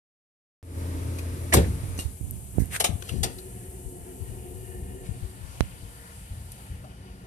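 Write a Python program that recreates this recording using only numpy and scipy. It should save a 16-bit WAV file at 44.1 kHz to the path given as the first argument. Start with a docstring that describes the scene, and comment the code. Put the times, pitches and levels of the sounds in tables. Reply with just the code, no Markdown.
"""A distant engine drones over low rumble and steady hiss, then drops away. Close by come a heavy,
hollow knock, a clink, a scrape and a few dry clacks, each a contact ringing short resonances.
A hand-held camera moves over a row of toilets in an outdoor salvage yard: the bowl and the hollow
between tank and seat colour the air as it nears the porcelain. Fingers rub and bump the housing,
one briefly seals the right microphone port, and a gust buffets the left."""
import sys
import numpy as np
from scipy import signal
from scipy.fft import rfft, irfft
from scipy.io import wavfile
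from scipy.ndimage import uniform_filter1d

SR = 44100
rng = np.random.default_rng(int(sys.argv[2]) if len(sys.argv) > 2 else 0)


def master_out(mix):
    """Clip the mix to full scale and print it as 16-bit PCM to the path in sys.argv[1]."""
    frames = np.transpose(np.atleast_2d(mix))
    ceiling = np.clip(frames, -1, 1)
    pcm = np.round(ceiling * 32767).astype(np.int16)
    wavfile.write(sys.argv[1], SR, pcm)


N = 320166
TIME = np.arange(N) / SR
PORT_LAG_S = .00036  # direct sound reaches the right port this much later
CAVITY_DB_PER_HALVING = 10.5  # cavities grow with each halving of the distance from 1 m

# the camera's path: (time [s], distance to the bowl [m], distance to the hollow [m])
CAMERA_PATH = [(2.4, 0.52, 0.49), (3.2, 0.47, 0.22), (4.95, 0.5, 0.17), (5.25, 0.42, 0.27),
               (5.45, 0.29, 0.6), (6.6, 0.34, 0.78), (7.15, 0.46, 0.33)]
# dull spectrum of fingers or wind on the housing: (frequency [Hz], level [dB])
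HOUSING_COLOUR = [(25, -46), (38, -7), (52, 3.5), (90, 10.5), (160, -2.5), (300, -14), (600, -29),
                  (1200, -43), (3000, -57)]


def clacks(grain_db=2.5, tail_db=-7.5, tail_t60=0.37, tail_db_per_octave=-4.5):
    """Each contact is a crowd of tiny slips ringing one resonance; nearby surfaces add a dull tail."""
    # knocks, clacks and soft rubs: (time [s], level [dB], rise [s], t60 [s], tilt [dB/octave],
    # ring [Hz], ring width [Hz], ring level [dB], left minus right [dB])
    contacts = [ (1.185, -36, .0015, 0.062, -0.5, 2500, 400, -4.5, 4),
                (1.521, -15.5, 0.011, 0.048, -4.5, 1930, 900, 1, -1.5),
                (1.535, -12, 0.0035, 0.086, 2.5, 1800, 700, -8, 3.5),
                (1.537, -13.5, 0.0034, 0.041, -6, 1070, 400, -4, 1),
                (1.551, -28, 0.002, 0.11, -4, 800, 400, 10, 4),
                (1.545, -19.5, 0.003, 0.14, -6, 420, 250, 9, 1),
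                (1.567, -20.5, 0.0018, 0.105, -4, 2780, 2000, -8.5, 3),
                (1.577, -24.5, 0.0027, 0.21, -8.5, 370, 220, -5, -6),
                (1.641, -35, .003, 0.071, -12, 2010, 900, -2, 3),
                (1.976, -41, 0.0023, .12, 3, 10000, 1500, -6, 4),
                (1.9894, -31, 0.00055, 0.15, 2, 7800, 4040, -15, 4.5),
                (2.594, -39.5, 0.0021, 0.18, 8, 1800, 700, -11, -1.5),
                (2.76, -27, 0.0015, 0.056, -1, 1580, 341, 6, -12),
                (2.798, -17, 0.0046, 0.077, -1.7, 10900, 1500, -3, 2.5),
                (2.806, -24, 0.0011, 0.08, 0, 630, 220, 16, 2),
                (2.839, -16.5, 0.0064, 0.11, -1.6, 3400, 604, -12.5, 4),
                (2.99, -46.5, 0.11, .7, -2, 3500, 2000, -7, 7),
                (3.023, -26, 0.00043, 0.012, -3, 2840, 1410, -4.5, 14),
                (3.088, -30.5, 0.0032, 0.049, -2, 2880, 1500, 0, 3.5),
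                (3.23, -18.5, .006, 0.075, -0.5, 4120, 2500, -8, 4),
                (3.38, -41.5, 0.0053, 0.065, 1, 4230, 700, -2, 7),
                (5.02, -49.5, 0.048, 0.26, -3, 2200, 400, -5, 4),
                (6.519, -37.5, 0.00096, 0.026, 8.5, 11150, 860, -3, 3),
                (6.57, -51, .035, .17, -7, 1050, 900, 4, 4),
                (6.84, -36, 0.00087, 0.053, -7.5, 700, 420, 5, 3), ]
    # the spectrum they share: (frequency [Hz], level [dB])
    contact_colour = [(100, -28), (330, 0.5), (700, 8.5), (1200, 2.5), (2900, 2), (3900, 3), (5300, 0.5),
                      (6800, 2.5), (8500, 4), (11500, 5.5), (14500, -6)]
    out, count = np.zeros((2, N)), 16384
    f, t = bins(count), TIME[:count]
    octaves = np.log2(np.maximum(f, 300) / 1000)
    for s, db, rise, t60, tilt_db, ring_hz, ring_width_hz, ring_db, pan_db in contacts:
        body = colour(contact_colour, f, 37) * undb(tilt_db * octaves)
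        ring = np.abs(resonance(f, ring_hz, ring_width_hz)) ** 2.8
        gain = np.hypot(unit(body), undb(ring_db) * unit(ring))
        grain = uniform_filter1d(np.repeat(rng.standard_normal(count // 32), 32), size=32)
        slips = unit(undb(grain_db * grain))
        contact = field(gain, count, diffuse_hz=700, diffuse_top=0.14) * slips * swell(t, rise, t60)
        tail = field(gain * undb(tail_db_per_octave * octaves), count, diffuse_top=0.85)
        tail *= swell(t, rise, tail_t60)
        tail *= undb(tail_db) * np.sqrt(t60 / tail_t60)  # a longer contact scatters more
        clack = irfft(rfft(contact + tail) * glances(f, strength=0.43, longest_s=.003), count)
        add(out, s, clack * undb(db) * pan(pan_db))
    return out


def thuds(contact_s=.0015):
    """Heavy blows ring the low modes of a hollow body."""
    # the blows: (time [s], level [dB])
    blows = [(1.537, -23.5), (1.572, -21), (3.235, -37)]
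    # the body's modes: (frequency [Hz], level [dB], t60 [s])
    modes = [(123.2, 4.5, 0.27), (254, 1.5, .3), (322, -3, 0.36), (382.4, -2.5, .25), (453, 0, 0.24),
             (518, -0.5, .22), (572, -3, 0.19), (668, -7, .17), (763, -5, .15)]
    out = np.zeros((2, N))
    t = np.maximum(TIME[:SR // 2] - np.array([[0], [PORT_LAG_S]]), 0)
    for s, db in blows:
        phases = rng.uniform(0, 2 * np.pi, len(modes))
        ring = sum(undb(mode_db) * np.sin(2 * np.pi * hz * t + phase) * swell(t, contact_s, t60)
                   for (hz, mode_db, t60), phase in zip(modes, phases))
        add(out, s, ring * undb(db))
    return out


def clinks(rise_s=0.00059):
    """Small hard parts touch and ring with one clean note."""
    # the touches: (time [s], level [dB], pitch [Hz], t60 [s], left minus right [dB])
    touches = [(1.977, -42.5, 6240, 0.062, 9), (1.99, -32.5, 2820, 0.1, 4)]
    out, t = np.zeros((2, N)), TIME[:SR // 4]
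    for s, db, hz, t60, pan_db in touches:
        add(out, s, np.sin(2 * np.pi * hz * t) * swell(t, rise_s, t60) * undb(db) * pan(pan_db))
    return out


def scrape(start_s=2.7, rise_s=.065, glide_hz=(2352, 1800), slips=260, rasp_db=-31.5, hiss_db=-30.5):
    """Uneven slips each ring for a few cycles, lower as the pressure grows, over a thin hiss."""
    # friction hiss: (frequency [Hz], level [dB])
    friction_colour = [(500, 4), (1200, 2), (3200, 0), (4000, -4.5), (5200, -12), (7000, -5), (9000, 1.5),
                       (12000, 0), (14500, -10)]
    out, rings, count = np.zeros((2, N)), np.zeros((2, N)), 8192
    t, slip_t = TIME[:count], TIME[:512]
    slip_times = rng.random(slips) * t[-1]
    for s, (pitch, size, right_phase) in zip(slip_times, rng.standard_normal((slips, 3))):
        hz = np.interp(s, [0, rise_s], glide_hz) * np.exp(0.14 * pitch)
        ring = np.sin(2 * np.pi * hz * slip_t + np.array([[0], [right_phase]]))
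        add(rings, s, ring * swell(slip_t, 1 / hz, t60=0.0097) * undb(4 * size))
    pressure = swell(t, rise_s, t60=.06)
    rasp = unit(rings[:, :count]) * undb(rasp_db) * pressure ** 1.5
    friction = field(colour(friction_colour, bins(count), 24), count) * undb(hiss_db) * pressure
    add(out, start_s, (rasp + friction) * pan(db=2))
    return out


def ticks(low_cut_hz=9800, ring_db=-23, ring_t60=.003):
    """Something small snaps into place: a click with a very short ring, all treble."""
    # the snaps: (time [s], level [dB], ring [Hz], left minus right [dB])
    snaps = [(2.31, -2.5, 10700, 4), (2.658, -11, 10500, -13), (6.519, -13, 13000, 3)]
    out, t = np.zeros((2, N)), TIME[:SR // 100]
    click = signal.sosfilt(signal.butter(4, low_cut_hz, "high", fs=SR, output="sos"), 1. * (t == 0))
    for s, db, hz, pan_db in snaps:
        ring = undb(ring_db) * np.sin(2 * np.pi * hz * t) * swell(t, 1 / hz, ring_t60)
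        add(out, s, (click + ring) * undb(db) * pan(pan_db))
    return out


def shudders_and_bumps():
    """Dull shudders and bumps on the housing, mostly on one port at a time: the grip shifts, eddies buffet the
    left port, and the low rumble swells now and then."""
    # housing shudders: (time [s], level [dB], rise [s], t60 [s], tilt [dB/octave],
    # left minus right [dB])
    shudders = [ (1.537, -13, 0.014, 0.45, 2.5, -0.5), (1.57, -16, 0.019, 0.79, -2, -1),
                (1.83, -24, 0.008, 0.54, -3, -21), (2.043, -23, 0.015, 0.21, -9.5, -20),
                (2.203, -27, 0.052, 1, -1, -29), (2.53, -26.5, 0.042, 0.77, 2.5, -16),
                (2.892, -21.5, 0.012, 0.45, -3, 10), (3.108, -22.5, 0.031, 0.66, 0.5, 33),
                (3.231, -29.5, 0.022, 0.16, 7.5, -1), (3.85, -27, .014, 0.14, -10, 28),
                (4.2, -30, 0.018, 0.15, -3, 20), (4.27, -33, .03, 0.42, 0, 20),
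                (5.076, -25.5, 0.017, 0.17, 0, 15), (5.221, -21.5, 0.015, 0.14, -15, 16),
                (5.43, -29.5, .02, 0.3, -8, 20), (5.62, -24, 0.0092, 0.2, -5.5, -17),
                (5.82, -32.5, .015, 0.2, -2, 8), (6.3, -32, 0.014, 1, -3.5, 1),
                (6.696, -34, 0.016, 0.44, -4, 2), ]
    # finger bumps: (time [s], level [dB], contact [s], left minus right [dB])
    bumps = [(1.548, -11, 0.0035, -6), (1.571, -2, 0.0021, 0), (1.582, 1.5, 0.002, 0),
             (1.989, -11.5, 0.00091, -24), (2.21, -8.5, 0.0025, -34), (2.583, 4, 0.0013, -34),
             (2.601, 1.5, 0.0027, -28), (2.619, 0.5, 0.0025, -38), (2.892, -4, .003, 20),
             (2.955, -9, .003, 16), (3.14, -12, .002, 27), (3.165, -10.5, 0.0025, 26),
             (3.183, -7, 0.0028, 26), (3.207, -5, 0.0039, 26), (5.087, -14, 0.0028, 15),
             (5.228, -26, 0.0056, 16)]
    out, count = np.zeros((2, N)), 32768
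    f, t = bins(count), TIME[:count]
    for s, db, rise, t60, tilt_db, pan_db in shudders:
        gain = colour(HOUSING_COLOUR, f, 20) * undb(tilt_db * np.log2(f))
        shudder = field(gain, count, diffuse_top=0.25) * swell(t, rise, t60)
        add(out, s, shudder * undb(db) * pan(pan_db))
    for s, db, contact_s, pan_db in bumps:
        add(out, s, press(contact_s) * undb(db) * pan(pan_db) / np.sqrt(2))
    return out


def sealed_port(air, start_s=5.6075, hold_s=0.018, contact_s=0.00022, ring_hz=4080, level_db=2):
    """A fingertip shuts the yard out of the right port, pops the membrane and rings the trapped air."""
    t, right = TIME[:SR // 4], np.array([[0], [1]])
    shut = uniform_filter1d(1. * ((TIME > start_s) & (TIME < start_s + hold_s)), size=64)
    out = air * (1 - right * shut)
    pop = press(contact_s, leak_s=0.023, low_cut_hz=49)
    ring = undb(-30) * np.sin(2 * np.pi * ring_hz * t) * swell(t, contact_s, t60=0.022)
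    snap = undb(-9.5) * np.exp(-t / .00002)
    add(out, start_s, right * undb(level_db) * (pop + ring + snap))
    return out


def press(contact_s, leak_s=0.018, low_cut_hz=58):
    """A pressure step on the microphone leaks away and swings through the low cut."""
    t = TIME[:SR // 4]
    step = np.sin(np.pi / 2 * np.minimum(t / contact_s, 1)) ** 2 * np.exp(-t / leak_s)
    return signal.sosfilt(signal.butter(4, low_cut_hz, "high", fs=SR, output="sos"), step)


def engine(firing_hz=85, level_db=-28.5, full_s=0.97, sag_db_per_s=5.5, roar_db=-4, rush_db=-22):
    """A distant engine comes up, drones and sags over its own roar and rush of air, then drops away."""
    # the drone's tones: (multiple of the firing rate, level [dB])
    partials = [(1, 0), (3.19, -16), (5.375, -22)]
    # broad roar: (frequency [Hz], level [dB])
    roar_colour = [(45, -5), (60, 2.5), (120, 10.5), (165, -3.5), (270, -2.5), (400, -5.5), (530, -8),
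                   (760, -18), (1050, -17), (1470, -24.5), (2000, -28.5), (3500, -35), (5500, -37),
                   (7000, -46)]
    # rush of air: (frequency [Hz], level [dB])
    rush_colour = [(450, -12), (700, 0.5), (1150, 2.5), (1600, -1), (2300, -2), (3000, -11.5), (3700, -9),
                   (5200, -14), (7000, -13.5)]
    f = bins(N)
    phase = 2 * np.pi * np.cumsum(firing_hz * (1 + 0.0043 * walk(10.6))) / SR
    tones = sum(undb(db + walk(32)) * np.sin(k * phase) for k, db in partials)
    roar = reflected(field(colour(roar_colour, f, 9.8), N, diffuse_hz=915, diffuse_top=0.64))
    rush = reflected(field(colour(rush_colour, f, 24), N, diffuse_top=1))
    sag = undb(-sag_db_per_s * (TIME - full_s))
    drone = sag * (np.sqrt(2) * tones + undb(roar_db) * roar)
    running = undb(level_db + held(full_s, end_s=1.992, rise_db_per_s=9, fall_db_per_s=108))
    return (drone + undb(rush_db) * rush) * running


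def gust(level_db=-41, flutter_db=3):
    """One long gust buffets the left port with light eddies."""
    eddies = field(colour(HOUSING_COLOUR, bins(N), 24), N)
    gust_db = level_db + held(full_s=4.12, end_s=5.67, rise_db_per_s=16, fall_db_per_s=44)
    return eddies * undb(gust_db + flutter_db * walk(12)) * np.array([[1], [0]])


def yard(shade_hz=2000, shade_db_per_halving=-8):
    """The open-air bed, coloured by the porcelain; near the bowl the right port loses its upper mids."""
    f = bins(N)
    near_bowl, near_hollow = -np.log2(curves(CAMERA_PATH))  # halvings of the distance from 1 m
    rumble, wash, hiss = open_air(f, near_bowl, near_hollow)
    hollow, bowl, hollow_top = porcelain(f, near_bowl, near_hollow)
    mids = restless(reflected(wash) + hollow_top + bowl, flicker_db=1.8, rate_hz=11) + hollow
    upper = irfft(rfft(mids[1]) * f ** 4 / (f ** 4 + shade_hz ** 4), N)
    mids[1] += upper * (undb(shade_db_per_halving * near_bowl) - 1)
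    return rumble + notched(mids + restless(hiss, flicker_db=.9, rate_hz=10), f)


def open_air(f, near_bowl, near_hollow, rumble_db=-44, wash_db=-62, gathered_db=-70.5):
    """Distant rumble, a midrange wash that the bowl gathers, and high hiss."""
    # spectra of the three layers: (frequency [Hz], level [dB])
    rumble_colour = [(25, -51), (38, -6), (55, 4), (100, 0), (125, 1.5), (150, -12), (190, -3), (240, -18),
                     (280, -12), (370, -26), (465, -21), (700, -25.5)]
    wash_colour = [(290, -51), (500, -1), (579, -4), (727, 1.5), (1180, -5.5), (1590, -6.5), (1820, -8.5),
                   (2230, -6), (2930, -7.5), (4800, -13), (7500, -19.5), (9750, -79), (16500, -120)]
    hiss_colour = [(5500, -17.5), (7500, -1), (9000, 0), (11000, 6), (13000, -6), (15000, -1.5)]
    # the hiss's fader: (time [s], left [dB], right [dB])
    hiss_levels = [(0.8, -47, -53), (2.2, -46.5, -52.5), (2.9, -46.5, -49), (4.9, -48.5, -52),
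                   (5.15, -51, -52), (6.63, -51, -53), (6.95, -60.5, -62)]
    rumble = field(colour(rumble_colour, f, 13.6), N, diffuse_hz=150, diffuse_top=0.027)
    rumble *= undb(rumble_db + 2 * near_hollow + 1.96 * walk(6))
    gathered = undb(gathered_db + CAVITY_DB_PER_HALVING * near_bowl)
    wash_gain = np.hypot(undb(wash_db), gathered) * undb(1.3 * walk(9))
    wash = field(colour(wash_colour, f, 24), N, diffuse_hz=885, diffuse_top=1) * wash_gain
    hiss = field(colour(hiss_colour, f, 16), N, diffuse_top=0.73) * undb(curves(hiss_levels))
    return rumble, wash, hiss


def porcelain(f, near_bowl, near_hollow, hollow_db=-68.5, bowl_db=-73.5):
    """The bowl and the hollow's low modes swell as the camera nears; its top modes come and go."""
    # modes of the hollow (low, top) and the bowl: (frequency [Hz], width before spread [Hz], level [dB])
    low_modes = [(178, 18, -10), (266.7, 4.7, 0.5), (370, 24, 1.5), (466, 50, -10.5), (722, 47, -13.5),
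                 (900, 105, -22.5)]
    top_modes = [(1850, 120, 3), (2184, 63, -5), (2500, 60, -4), (2890, 190, -3.5)]
    bowl_modes = [(462, 22, 10), (655, 51, 2.5), (900, 150, -2), (1387, 75, 6), (1754, 82, 3),
                  (2510, 150, -14), (3010, 200, -4.5), (4600, 130, -2)]
    # the top modes' fader: (time [s], level [dB])
    top_levels = [(2.5, -75), (3.1, -59), (3.7, -67), (4.1, -67), (4.3, -59.5), (4.5, -66), (4.65, -57.5),
                  (5.05, -58.5), (5.3, -64)]
    hollow = cavity(low_modes, f, spread=1.87)
    hollow *= undb(hollow_db + CAVITY_DB_PER_HALVING * near_hollow + walk(9.2))
    bowl = cavity(bowl_modes, f, spread=1)
    bowl *= undb(bowl_db + CAVITY_DB_PER_HALVING * near_bowl + 1.5 * walk(7.9))
    hollow_top = cavity(top_modes, f, spread=1.37) * undb(curves(top_levels)[0])
    return hollow, bowl, hollow_top


def cavity(modes, f, spread):
    """Outside noise rings in an open cavity; the peaks wander a little as the camera sways."""
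    gain = sum(undb(db) * np.abs(resonance(f, hz, spread * width)) ** 3 for hz, width, db in modes)
    warped_time = np.cumsum(1 + .014 * walk(3)) / SR
    ringing = field(gain, N, diffuse_hz=1610, diffuse_top=0.27)
    return np.array([np.interp(warped_time, TIME, port, period=N / SR) for port in ringing])


def reflected(air, strength=0.25, dull_hz=1200):
    """The curved porcelain sends back the lows; the comb of this echo shifts as the camera moves."""
    delay_s = 2 * curves(CAMERA_PATH)[0] / 343
    lows = signal.sosfilt(signal.butter(2, dull_hz, fs=SR, output="sos"), air)
    return air + strength * np.array([np.interp(TIME - delay_s, TIME, port) for port in lows])


def notched(air, f, reach_m=0.12):
    """The porcelain's echo cancels bands of the air, most deeply close to the hollow."""
    # cancelled bands: (frequency [Hz], width [Hz], full depth [dB])
    notches = [(1200, 230, -9), (5000, 2300, -3.5)]
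    gain = undb(sum(db * np.abs(resonance(f, hz, width)) ** 2 for hz, width, db in notches))
    close = np.minimum(reach_m / curves(CAMERA_PATH)[1], 1) ** 3
    return air + close * (irfft(rfft(air) * gain, N) - air)


def glances(f, strength, longest_s, count=5):
    """Early reflections off the porcelain, different at each port, ripple the spectrum."""
    delays = rng.uniform(0.00019, longest_s, (count, 2, 1))
    echoes = np.exp(-2j * np.pi * f * delays).sum(axis=0)
    return (1 + strength * echoes) / np.sqrt(1 + count * strength ** 2)


def restless(air, flicker_db, rate_hz, count=9):
    """Overlapping bands each swell and sink on their own."""
    place = np.interp(np.log(bins(N)), np.log([500, 14000]), [0, count - 1])
    spectrum = rfft(air)
    bands = (irfft(spectrum * np.maximum(1 - np.abs(place - k), 0), N) for k in range(count))
    return sum(band * undb(flicker_db * walk(rate_hz)) for band in bands)


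def field(gain, count, diffuse_hz=900, diffuse_top=0.86):
    """Stereo noise: a direct part that arrives left first, and a diffuse part that grows with pitch."""
    f = bins(count)
    direct, *diffuse = rfft(rng.standard_normal((3, count)))
    share = np.clip(diffuse_top * f / (f + diffuse_hz), 0, 1)
    lag = np.exp(-2j * np.pi * f * np.array([[0], [PORT_LAG_S]]))
    spectrum = np.sqrt(1 - share) * direct * lag + np.sqrt(share) * np.array(diffuse)
    return unit(irfft(gain * spectrum, count))


def swell(t, rise, t60):
    """Contact builds up, then dies away."""
    return np.minimum(t / rise, 1) * np.exp(-np.log(1000) * np.maximum(t - rise, 0) / t60)


def held(full_s, end_s, rise_db_per_s, fall_db_per_s):
    """Attack, hold and release, in dB relative to the held level."""
    return -rise_db_per_s * np.maximum(full_s - TIME, 0) - fall_db_per_s * np.maximum(TIME - end_s, 0)


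def walk(rate_hz):
    """Random drift with a spread near 1."""
    knots = rng.standard_normal(512)
    return np.interp(TIME * rate_hz, np.arange(len(knots)), knots)


def curves(rows):
    """Each column of a table, joined by straight lines in time."""
    s, *columns = np.transpose(rows)
    return [np.interp(TIME, s, c) for c in columns]


def colour(points, f, skirt_db=0):
    """EQ curve through (Hz, dB) points; beyond the ends it falls by skirt_db an octave."""
    hz, db = np.transpose(points)
    outside = np.abs(np.log2(f / np.clip(f, hz[0], hz[-1])))
    return undb(np.interp(np.log(f), np.log(hz), db) - skirt_db * outside)


def resonance(f, hz, width):
    """Response of one resonance, 1 at its centre."""
    return 1 / (1 + 1j * (f / hz - hz / f) * hz / width)


def bins(count):
    """Frequencies of a spectrum of count samples."""
    return np.maximum(np.arange(count // 2 + 1) * SR / count, 1)


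def pan(db):
    """Left and right gains of constant power."""
    return unit(undb(np.array([[db], [-db]]) / 2))


def undb(db):
    """Decibels to gain."""
    return 10 ** (np.asarray(db) / 20)


def unit(x):
    """Scale to rms 1."""
    return x / np.sqrt(np.mean(x ** 2))


def add(out, s, sound):
    """Mix a sound in at time s."""
    i = int(s * SR)
    out[:, i:i + sound.shape[-1]] += sound[..., :N - i]


def scene():
    """Airborne sound at the two ports, plus fingers and wind on the housing."""
    airborne = yard() + engine() + clacks() + thuds() + clinks() + ticks() + scrape()
    return sealed_port(airborne) + shudders_and_bumps() + gust()


def record(dry):
    """Each port has its own treble peaks; the input opens after a moment and fades up; the top is cut."""
    # response of each microphone port: (frequency [Hz], level [dB])
    left_port = [(1000, -2.5), (6500, 2.5), (8300, -2.5), (9500, 3.5), (10900, -1.5), (12500, 2.5),
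                 (14000, -1), (15000, -58)]
    right_port = [(1000, -3.5), (6500, 4.5), (7600, 2), (8900, 8.5), (10000, 0.5), (11500, -9),
                  (14000, -1.5), (15000, -32)]
    start_s, fade_s, fade_db, top_hz = 0.6283, 0.17, -13.5, 14800
    f = bins(N)
    heard = irfft(rfft(dry) * np.array([colour(left_port, f), colour(right_port, f)]), N)
    opening = (TIME > start_s) * undb(fade_db * np.clip(1 - (TIME - start_s) / fade_s, 0, 1))
    return signal.sosfilt(signal.ellip(8, .2, 70, top_hz, fs=SR, output="sos"), heard * opening)


dry = scene()
out = record(dry)
master_out(out)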